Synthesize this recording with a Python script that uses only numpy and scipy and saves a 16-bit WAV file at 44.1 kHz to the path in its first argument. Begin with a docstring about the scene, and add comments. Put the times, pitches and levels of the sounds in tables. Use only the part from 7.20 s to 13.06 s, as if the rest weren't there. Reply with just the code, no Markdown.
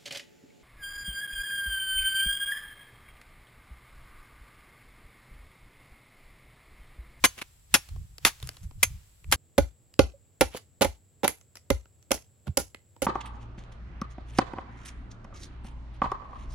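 """A machete trims a standing log outdoors, over a slight breeze and a faint hiss of insects.
At first we listen beside the cut: bright cracks of bursting fibres, clinks of steel, rustling cloth, puffs of air.
Then we listen at the foot of the log: duller cracks, a loud hollow knock and jolts of the ground.
Fibres and chips are enveloped noise with a resonance; log, ground and steel are sums of swelling modes;
puffs, cloth, air and insects are coloured noise."""
import sys
import numpy as np
from scipy import signal
from scipy.fft import rfft, irfft, next_fast_len
from scipy.io import wavfile
from scipy.ndimage import uniform_filter1d

SR = 44100
rng = np.random.default_rng(int(sys.argv[2]) if len(sys.argv) > 2 else 0)


def output_pcm(signal):
    """Save a mono or channel-first signal as 16-bit PCM at the path in sys.argv[1].

    Samples are clipped to [-1, 1] before scaling.
    """
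    pcm = np.clip(np.atleast_2d(signal).T, -1, 1) * 32767
    wavfile.write(sys.argv[1], SR, np.round(pcm).astype(np.int16))


N = 258426
TIME = np.arange(N) / SR
AGE = np.arange(12000) / SR   # time since the start of one short sound [s]
MOVE_S = 2.16   # the listening place changes

# blade bites, up to three in a stroke: (time [s], cutting time [s], 60 dB fade before band shares [s],
# crack level [dB], brightness [dB], splinter pitch [Hz], splinter level [dB], knock level [dB],
# knock pitch [Hz], knock overtones [dB])
BITES = [(0.039, 0.0029, 0.038, -20, 1.5, 1076, 10, -36, 560, -3),
         (0.0467, 0.0079, 0.041, -23.5, 8, 1042, -2, -38, 537, -11),
         (0.5404, 0.0037, 0.07, -20, 7, 2480, 1.5, -42, 562, 8.5),
         (0.547, .0027, 0.028, -23, 6.5, 1770, 4.5, -41, 550, 8.5),
         (1.0493, 0.0031, 0.042, -19, 4, 3480, -6, -53.5, 584, 7),
         (1.6287, .0063, 0.043, -23, 9.5, 2360, 15.5, -47, 524, -7.5),
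         (2.114, 0.0062, 0.032, -42.5, 14, 2020, 6.5, -74.5, 557, 3.5),
         (2.1224, 0.0029, .071, -22.5, 6.5, 1580, -1, -36, 522, 4.5),
         (2.3797, 0.0045, 0.029, -21.5, -3, 1355, 5, -16, 558.4, -7.5),
         (2.7912, 0.002, 0.017, -14.5, -8, 1210, 8, -15.5, 542, -5.5),
         (3.209, 0.0014, 0.06, -16.5, -0.5, 874, 1, -18, 531.6, 1),
         (3.6097, 0.0023, 0.053, -26, -4, 903, 0.5, -24.5, 548.5, 3.5),
         (3.619, 0.0014, 0.081, -19.5, 0, 870, -3, -27, 568, 1),
         (3.645, 0.0033, 0.046, -27, -1, 840, 20, -26, 546, -7.5),
         (4.0322, 0.0037, 0.069, -32.5, -6.5, 827, 6.5, -28.5, 525.3, 7),
         (4.0433, 0.0037, 0.043, -23.5, -3.5, 778, 10.5, -29.5, 569, 3.5),
         (4.078, .0016, 0.031, -23, 8, 11000, 9, -51, 540, -2),
         (4.502, 0.0033, 0.015, -22.5, -1.5, 2180, 5.5, -21.5, 545, -10.5),
         (4.907, 0.0025, 0.025, -32, -2.5, 2140, 4.5, -27, 542, 0.5),
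         (4.915, 0.0044, 0.012, -20.5, 2.5, 5500, -2, -46, 571, 14),
         (5.371, 0.006, 0.0097, -25.5, 7.5, 6300, -12, -26.5, 544, -0.5),
         (5.8187, 0.0078, 0.075, -33.5, 3.5, 2980, 2, -27, 541, -3.5)]
# strips peeling off behind the edge: (time [s], length [s], level [dB])
TEARS = [(1.058, .015, -31), (4.084, 0.013, -39.5), (4.94, 0.0041, -35), (5.386, 0.021, -37),
         (5.841, .03, -39.5)]
TEAR_T60_S, TEAR_HZ = 0.084, 6050
# colour of bursting fibres: (frequency [Hz], relative level [dB per Hz])
FIBRE_COLOUR = [(60, -16.5), (250, 10), (700, 3.5), (1200, -2), (3000, -1.5), (5000, -8), (7600, -6.5),
                (8600, -17), (9600, -3.5), (11500, -4.5), (13000, -13.5), (15500, -16), (17000, -38)]
# edges of the low, middle and high crackle bands: (frequency [Hz])
BAND_EDGES_HZ = [40, 950, 5000, 19000]
# nominal centres of those bands: (frequency [Hz])
BAND_CENTRES_HZ = [500, 2500, 9000]
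# blade modes, damped by the gripping wood: (pitch [Hz], relative level [dB], swell time [s], left-right [dB])
BLADE_MODES = [(1110, -14.5, 0.00057, -2), (1756, -19, 0.0013, -2), (2071, 4, 0.0033, -0.5),
               (2336, 0, 0.0023, 6.5), (2570, -5, 0.0019, -5), (3330, -10.5, 0.0053, -4),
               (4420, -20, 0.0023, 2.5), (4500, -14, 0.011, -1.5), (5464, -6.5, 0.0043, -2.5),
               (6380, -10, 0.0092, -5.5), (8800, -20.5, 0.0075, 8.5), (11100, -15.5, 0.011, 0.5),
               (11100, -8.5, 0.0093, 2.5)]
# log modes, for a knock pitch of LOG_HZ:
# (pitch [Hz], relative level [dB], swell time [s], left-right before leaning [dB])
LOG_MODES = [(277, -1, 0.0046, -11.5), (393, -6.5, 0.0045, -5.5), (547, 4, 0.0049, -9),
             (821, -7.5, 0.0069, -4), (1270, -27, 0.0015, -13.5), (1437, -15, 0.0078, -2.5)]
LOG_HZ, OVERTONES_ABOVE_HZ = 550, 700
# modes of the log rocking on the soil: (pitch [Hz], relative level [dB], swell time [s], left-right [dB])
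GROUND_MODES = [(57.4, 4, 0.021, 10), (78.84, 5, 0.015, -8), (120.5, 6.5, 0.0039, -9.5)]
JOLT_DELAY_S, JOLT_LOSS_PER_OVERTONE_DB = 0.0076, 0.88   # the loss is dB per dB of overtones
# dull bumps of loose wood and of something near the microphone: (time [s], level [dB], pitch [Hz])
BUMPS = [(2.937, -50.5, 555), (5.272, -33, 196), (5.278, -29, 135), (5.288, -26, 85)]
# chips snap off and land, the blade taps the wood: (time [s], level [dB], pitch [Hz])
CHIPS = [(0.7607, -50, 1076), (0.9819, -39.5, 4740), (1.2009, -47.5, 4360), (1.2267, -34.5, 3740),
         (1.2725, -35.5, 8530), (1.2902, -31, 4740), (1.3685, -44.5, 4170), (1.5098, -50.5, 1100),
         (2.0426, -47, 2380), (2.7393, -47.5, 4910), (3.3470, -28, 503), (4.2119, -51, 6300),
         (4.3548, -41, 5400), (4.37, -43.5, 5000), (4.656, -53, 1410), (4.8262, -55.5, 5950),
         (4.9764, -45, 1930), (5.2699, -40, 1410), (5.5461, -35.5, 2053), (5.7635, -49.5, 934)]
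# blade drawn out, bark tearing: (middle [s], fade constant each way [s], level [dB], pitch [Hz])
SCRAPES = [(0.188, 0.0098, -39, 2650), (0.22, 0.0041, -29, 2370), (0.69, 0.0043, -49.5, 4300),
           (1.243, 0.13, -56.5, 5160), (1.439, 0.013, -55.5, 6500), (3.345, 0.02, -44.5, 3026),
           (3.371, 0.0073, -39, 4735), (4.37, 0.0083, -52, 5450), (5.278, 0.0064, -40.5, 734)]
# the arm swings past the microphone: (time [s], length [s], level [dB])
SWINGS = [(0.715, 0.099, -37), (0.915, 0.0092, -49.5), (1.235, 0.023, -37.5), (1.44, 0.015, -34),
          (1.56, .04, -43), (1.655, 0.1, -40), (2.078, 0.11, -35)]
# colour of the pushed air: (frequency [Hz], relative level [dB per Hz])
PUFF_COLOUR = [(20, -6.5), (50, 5.5), (85, 3.5), (150, -7), (220, -28.5), (400, -46), (1000, -79.5)]
PUFF_RISE_DB_PER_S, PUFF_FALL_DB_PER_S, BREEZE_DB = 660, 328.5, -60.5
# colour of the rustling shirt: (frequency [Hz], relative level [dB per Hz])
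SHIRT_COLOUR = [(300, -19.5), (900, -5.5), (2500, -2.5), (6500, -5.5), (11000, -10.5), (16000, -11)]
SHIRT_RISE_DB_PER_S, SHIRT_FALL_DB_PER_S = 404, 58
# background air beside the cut: (frequency [Hz], relative level [dB per Hz])
AIR_BESIDE = [(80, -20.5), (150, -8.5), (320, -12), (1400, -19.5), (7000, -22), (10500, -18.5),
              (15000, -22), (16500, -41.5)]
# background air at the foot: (frequency [Hz], relative level [dB per Hz])
AIR_BELOW = [(18, -18), (30, -18), (97, 7), (150, -6), (260, -13.5), (500, -15), (1000, -28), (3700, -31.5),
             (6400, -35), (11000, -35), (16000, -35)]
AIR_BESIDE_DB, AIR_BELOW_DB = -67, -62
# hiss of insects: (frequency [Hz], relative level [dB per Hz])
INSECT_COLOUR = [(5500, -47.5), (6700, -19.5), (7200, -2), (7800, 3.5), (8100, -12), (8600, -42.5)]
CUTOFF_HZ = 16300


def chops(rows, decay_shares, presence_db):
    """Each bite is a crack of parting fibres; the bands fade at their own pace."""
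    out = np.zeros((2, N))
    for s, cut_s, t60, db, bright_db, hz, splinter_db, *_ in rows:
        shapes = [strike(cut_s, t60 * share, rise_s=0.00065) for share in decay_shares]
        levels = tilted(db, bright_db, presence_db)
        add(out, s, crackle(shapes, levels, hz, grain_db=2.5, splinter_db=splinter_db))
    return out


def tears(rows, bright_db, presence_db):
    """A peeling strip keeps the fibres crackling after the bite."""
    out = np.zeros((2, N))
    for s, length_s, db in rows:
        shapes = [strike(length_s, TEAR_T60_S, rise_s=0.0024)] * len(BAND_CENTRES_HZ)
        levels = tilted(db, bright_db, presence_db)
        add(out, s, crackle(shapes, levels, TEAR_HZ, grain_db=2.0, splinter_db=-7.5))
    return out


def crackle(shapes, levels_db, hz, grain_db, splinter_db):
    """Fibres break in quick uneven snaps and the splinter rings with them; one shape and level per band."""
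    unevenness = rms_one(uniform_filter1d(rng.standard_normal(len(AGE)), size=36))
    snaps = noise(FIBRE_COLOUR, len(AGE), side_db=-4.5) * from_db(grain_db * unevenness)
    out = 0
    for shape, db, edges in zip(shapes, levels_db, zip(BAND_EDGES_HZ, BAND_EDGES_HZ[1:])):
        force = snaps * shape
        force = force + from_db(splinter_db) * resonate(force, hz, width_hz=hz * 0.095)
        band = signal.sosfilt(signal.butter(3, edges, "band", fs=SR, output="sos"), force)
        # filtering must not change the loudness that the shape asks for
        out = out + from_db(db) * rms_one(band) * np.sqrt(np.mean(shape ** 2))
    return out


def strike(cut_s, t60, rise_s):
    """The force rises quickly, lasts while the edge cuts and then fades."""
    return np.minimum(AGE / rise_s, 1) * from_db(-60 * np.maximum(AGE - cut_s, 0) / t60)


def tilted(db, bright_db, presence_db):
    """Low, middle and high levels of a crack: brightness trades bass for treble, presence shifts the middle."""
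    return db - bright_db, db + presence_db, db + bright_db


def blade(rows, ring_level_db, uneven_db):
    """The steel clinks briefly, as hard as the crack; every bite gives each mode another strength."""
    out = np.zeros((2, N))
    all_chances = rng.standard_normal((len(rows), len(BLADE_MODES)))
    for (s, _, _, crack_db, *_), chances in zip(rows, all_chances):
        for (hz, db, swell_s, side_db), chance in zip(BLADE_MODES, chances):
            gain = from_db(crack_db + ring_level_db + db + uneven_db * chance)
            add(out, s, gain * pan(side_db) * swell(AGE, hz, swell_s))
    return out


def knocks(rows, lean):
    """The log answers each bite with a hollow note; pitch and overtones depend on where it is struck."""
    out = np.zeros((2, N))
    for s, *_, knock_db, knock_hz, overtones_db in rows:
        for hz, db, swell_s, side_db in LOG_MODES:
            gain = from_db(knock_db + db + overtones_db * (hz > OVERTONES_ABOVE_HZ))
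            note = swell(AGE, hz * knock_hz / LOG_HZ, swell_s)
            add(out, s + .0012, gain * pan(lean * side_db) * note)
    return out


def jolts(rows, jolt_db):
    """The log rocks on the soil just after each knock, most after a square blow with weak overtones."""
    out = np.zeros((2, N))
    rocking = sum(from_db(db) * pan(side_db) * swell(AGE, hz, swell_s)
                  for hz, db, swell_s, side_db in GROUND_MODES)
    for s, *_, knock_db, _, overtones_db in rows:
        gain = from_db(knock_db + jolt_db - JOLT_LOSS_PER_OVERTONE_DB * overtones_db)
        add(out, s + JOLT_DELAY_S, gain * rocking)
    return out


def bumps():
    """Loose wood and something near the microphone bump dully, one short low mode each."""
    out = np.zeros((2, N))
    for s, db, hz in BUMPS:
        add(out, s, from_db(db) * pan(db=-5.5) * swell(AGE, hz, swell_s=0.0075))
    return out


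def chips():
    """Chips and taps give single short ticks, fading soonest in the treble."""
    out = np.zeros((2, N))
    snap = [strike(.0008, t60, rise_s=.0003) for t60 in (.03, .014, .011)]
    for s, db, hz in CHIPS:
        levels = centred(db, hz, db_per_octave=5.5)
        add(out, s, crackle(snap, levels, hz, grain_db=-2.5, splinter_db=11.5))
    return out


def scrapes():
    """Tearing bark and the withdrawn blade give swells of coarse crackle."""
    out = np.zeros((2, N))
    lead_s = .06   # the swell peaks this long after its start
    for s, fade_s, db, hz in SCRAPES:
        shape = np.exp(-np.abs(AGE - lead_s) / fade_s) * np.minimum(AGE / lead_s, 1)
        levels = centred(db, hz, db_per_octave=4.5)
        rasp = crackle([shape] * len(BAND_CENTRES_HZ), levels, hz, grain_db=4.5, splinter_db=-1.5)
        add(out, s - lead_s, rasp)
    return out


def centred(db, hz, db_per_octave):
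    """Low, middle and high levels of a small piece of wood: loudest near its own pitch."""
    octaves = np.abs(np.log2(np.array(BAND_CENTRES_HZ) / hz))
    return db - db_per_octave * (octaves - octaves.min())


def puffs(rows, bite_puff_db):
    """Lumps of low wind noise follow the arm: one with each bite, one with each swing, over a slight breeze."""
    wind = noise(PUFF_COLOUR, N, side_db=-13.0)
    # even out the wind's own swells, so that the arm alone shapes the level
    power = uniform_filter1d(np.mean(wind ** 2, axis=0), size=2200)
    wind = wind / np.sqrt(power + 1e-6)
    pushes = SWINGS + [(s, cut_s, db + bite_puff_db) for s, cut_s, _, db, *_ in rows]
    return (gestures(pushes, PUFF_RISE_DB_PER_S, PUFF_FALL_DB_PER_S) + from_db(BREEZE_DB)) * wind


def shirt(rows, cloth_db):
    """Soft rubbing of cloth swells up to each bite and settles slowly."""
    shakes = [(s, cut_s, db + cloth_db) for s, cut_s, _, db, *_ in rows]
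    rubbing = gestures(shakes, SHIRT_RISE_DB_PER_S, SHIRT_FALL_DB_PER_S)
    return rubbing * noise(SHIRT_COLOUR, N, side_db=-3.0)


def gestures(rows, rise_db_per_s, fall_db_per_s):
    """Gain of movements (time [s], length [s], level [dB]) that build, hold and die away; the loudest wins."""
    levels = []
    for s, length_s, db in rows:
        before, after = np.maximum(s - TIME, 0), np.maximum(TIME - s - length_s, 0)
        levels.append(db - rise_db_per_s * before - fall_db_per_s * after)
    return from_db(np.max(levels, axis=0))


def air(colour, db, side_db):
    """The steady background of the place is coloured stereo noise."""
    return from_db(db) * noise(colour, N, side_db)


def insects(db, side_db):
    """Insects blend into a steady narrow hiss in the treble."""
    return from_db(db) * noise(INSECT_COLOUR, N, side_db)


def outdoors(x, wet_db, t60, lag_s):
    """Leaves, ground and thatch scatter a short uneven tail; the direct sound reaches one side first."""
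    echoes = from_db(5.2 * rms_one(uniform_filter1d(rng.standard_normal(len(AGE)), size=20)))
    colour = [(80, -10), (400, -1.5), (1500, -0.5), (6000, 4.5), (15000, -3)]   # (Hz, dB per Hz)
    tail = noise(colour, len(AGE), side_db=-2.5) * echoes
    tail = tail * from_db(-60 * AGE / t60) * np.clip((AGE - .004) / 0.002, 0, 1)
    wet = signal.fftconvolve(x, rms_one(tail) / np.sqrt(len(AGE)), axes=1)[:, :N]
    # a phase slope shifts the right side by a fraction of a sample or more; positive is later
    fast = next_fast_len(N)
    shift = np.exp(-2j * np.pi * np.fft.rfftfreq(fast, 1 / SR) * lag_s)
    right = irfft(rfft(x[1], fast) * shift, fast)[:N]
    return np.array([x[0], right]) + from_db(wet_db) * wet


def from_db(db):
    """Decibels to gain."""
    return 10 ** (np.asarray(db) / 20)


def rms_one(x):
    """Scale to rms 1."""
    return x / np.sqrt(np.mean(x ** 2) + 1e-20)


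def pan(db):
    """Left and right gains whose total power stays the same."""
    return rms_one(from_db([[db / 2], [-db / 2]]))


def add(out, start, sound):
    """Mix a sound in at its time."""
    at = max(round(start * SR), 0)
    out[:, at:at + sound.shape[1]] += sound[:, :max(N - at, 0)]


def noise(colour, size, side_db):
    """Stereo noise with a given spectrum and width; rms 1."""
    hz, db = np.transpose(colour)
    fast = next_fast_len(size)
    log_hz = np.log(np.fft.rfftfreq(fast, 1 / SR) + 1)
    gain = from_db(np.interp(log_hz, np.log(hz), db))
    mid, side = irfft(rfft(rng.standard_normal((2, fast))) * gain, fast)[:, :size]
    return rms_one(mid + from_db(side_db) * side * [[1], [-1]])


def resonate(x, hz, width_hz):
    """One resonance with gain 1 on top."""
    r = np.exp(-np.pi * width_hz / SR)
    zeros = np.array([1, 0, -1]) * (1 - r * r) / 2
    poles = [1, -2 * r * np.cos(2 * np.pi * hz / SR), r * r]
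    return signal.lfilter(zeros, poles, x)


def swell(age, hz, swell_s):
    """A mode that builds while the blow pushes, then dies away; rms 1 at its height."""
    envelope = age / swell_s * np.exp(1 - age / swell_s)
    return np.sqrt(2) * envelope * np.sin(2 * np.pi * hz * age)


def beside_the_cut(rows, strips, bits):
    """Close to the blade: bright cracks, cloth and puffs of air."""
    hits = chops(rows, (1.05, .95, .95), presence_db=7.5)
    hits += tears(strips, bright_db=6.5, presence_db=7.5)
    hits += blade(rows, ring_level_db=-8.0, uneven_db=6.5)
    hits += knocks(rows, lean=0.089)
    work = outdoors(hits + bits, wet_db=-25.5, t60=0.23, lag_s=2.9e-5)
    movement = puffs(rows, bite_puff_db=-19.5) + shirt(rows, cloth_db=-32.0)
    background = air(AIR_BESIDE, AIR_BESIDE_DB, side_db=0.5) + insects(db=-69, side_db=0.0)
    return work + movement + background


def at_the_foot(rows, strips, bits):
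    """Under the log: the hollow knock and the soil are loud, the cracks duller."""
    cracks = chops(rows, (1.1, 1.05, .7), presence_db=0.45)
    cracks += tears(strips, bright_db=1.0, presence_db=-6.5)
    cracks += blade(rows, ring_level_db=-17.0, uneven_db=2.5)
    cracks = outdoors((cracks + bits) * pan(db=-2.0), wet_db=-15.0, t60=0.19, lag_s=-0.000044)
    hollow = outdoors(knocks(rows, lean=1.085), wet_db=-17.0, t60=0.15, lag_s=-0.000056)
    thuds = jolts(rows, jolt_db=-20.0) + bumps()
    background = air(AIR_BELOW, AIR_BELOW_DB, side_db=-6.0) + insects(db=-70.5, side_db=-1.0)
    return cracks + hollow + thuds + background


def scene():
    """The same work heard first from beside the cut, then from the foot of the log."""
    bits = chips() + scrapes()
    early_bites, late_bites = [b for b in BITES if b[0] < MOVE_S], [b for b in BITES if b[0] >= MOVE_S]
    early_tears, late_tears = [t for t in TEARS if t[0] < MOVE_S], [t for t in TEARS if t[0] >= MOVE_S]
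    beside = beside_the_cut(early_bites, early_tears, bits * (TIME < MOVE_S))
    below = at_the_foot(late_bites, late_tears, bits * (TIME >= MOVE_S))
    moved = np.clip((TIME - MOVE_S) / .002 + .5, 0, 1)   # 2 ms crossfade
    return (1 - moved) * beside + moved * below


def record(dry):
    """The highest peaks are rounded, the top is cut."""
    rounded = dry / (1 + (dry / .9) ** 4) ** (1 / 4)
    return signal.sosfilt(signal.ellip(10, .2, 80, CUTOFF_HZ, fs=SR, output="sos"), rounded)


dry = scene()
out = record(dry)
output_pcm(out)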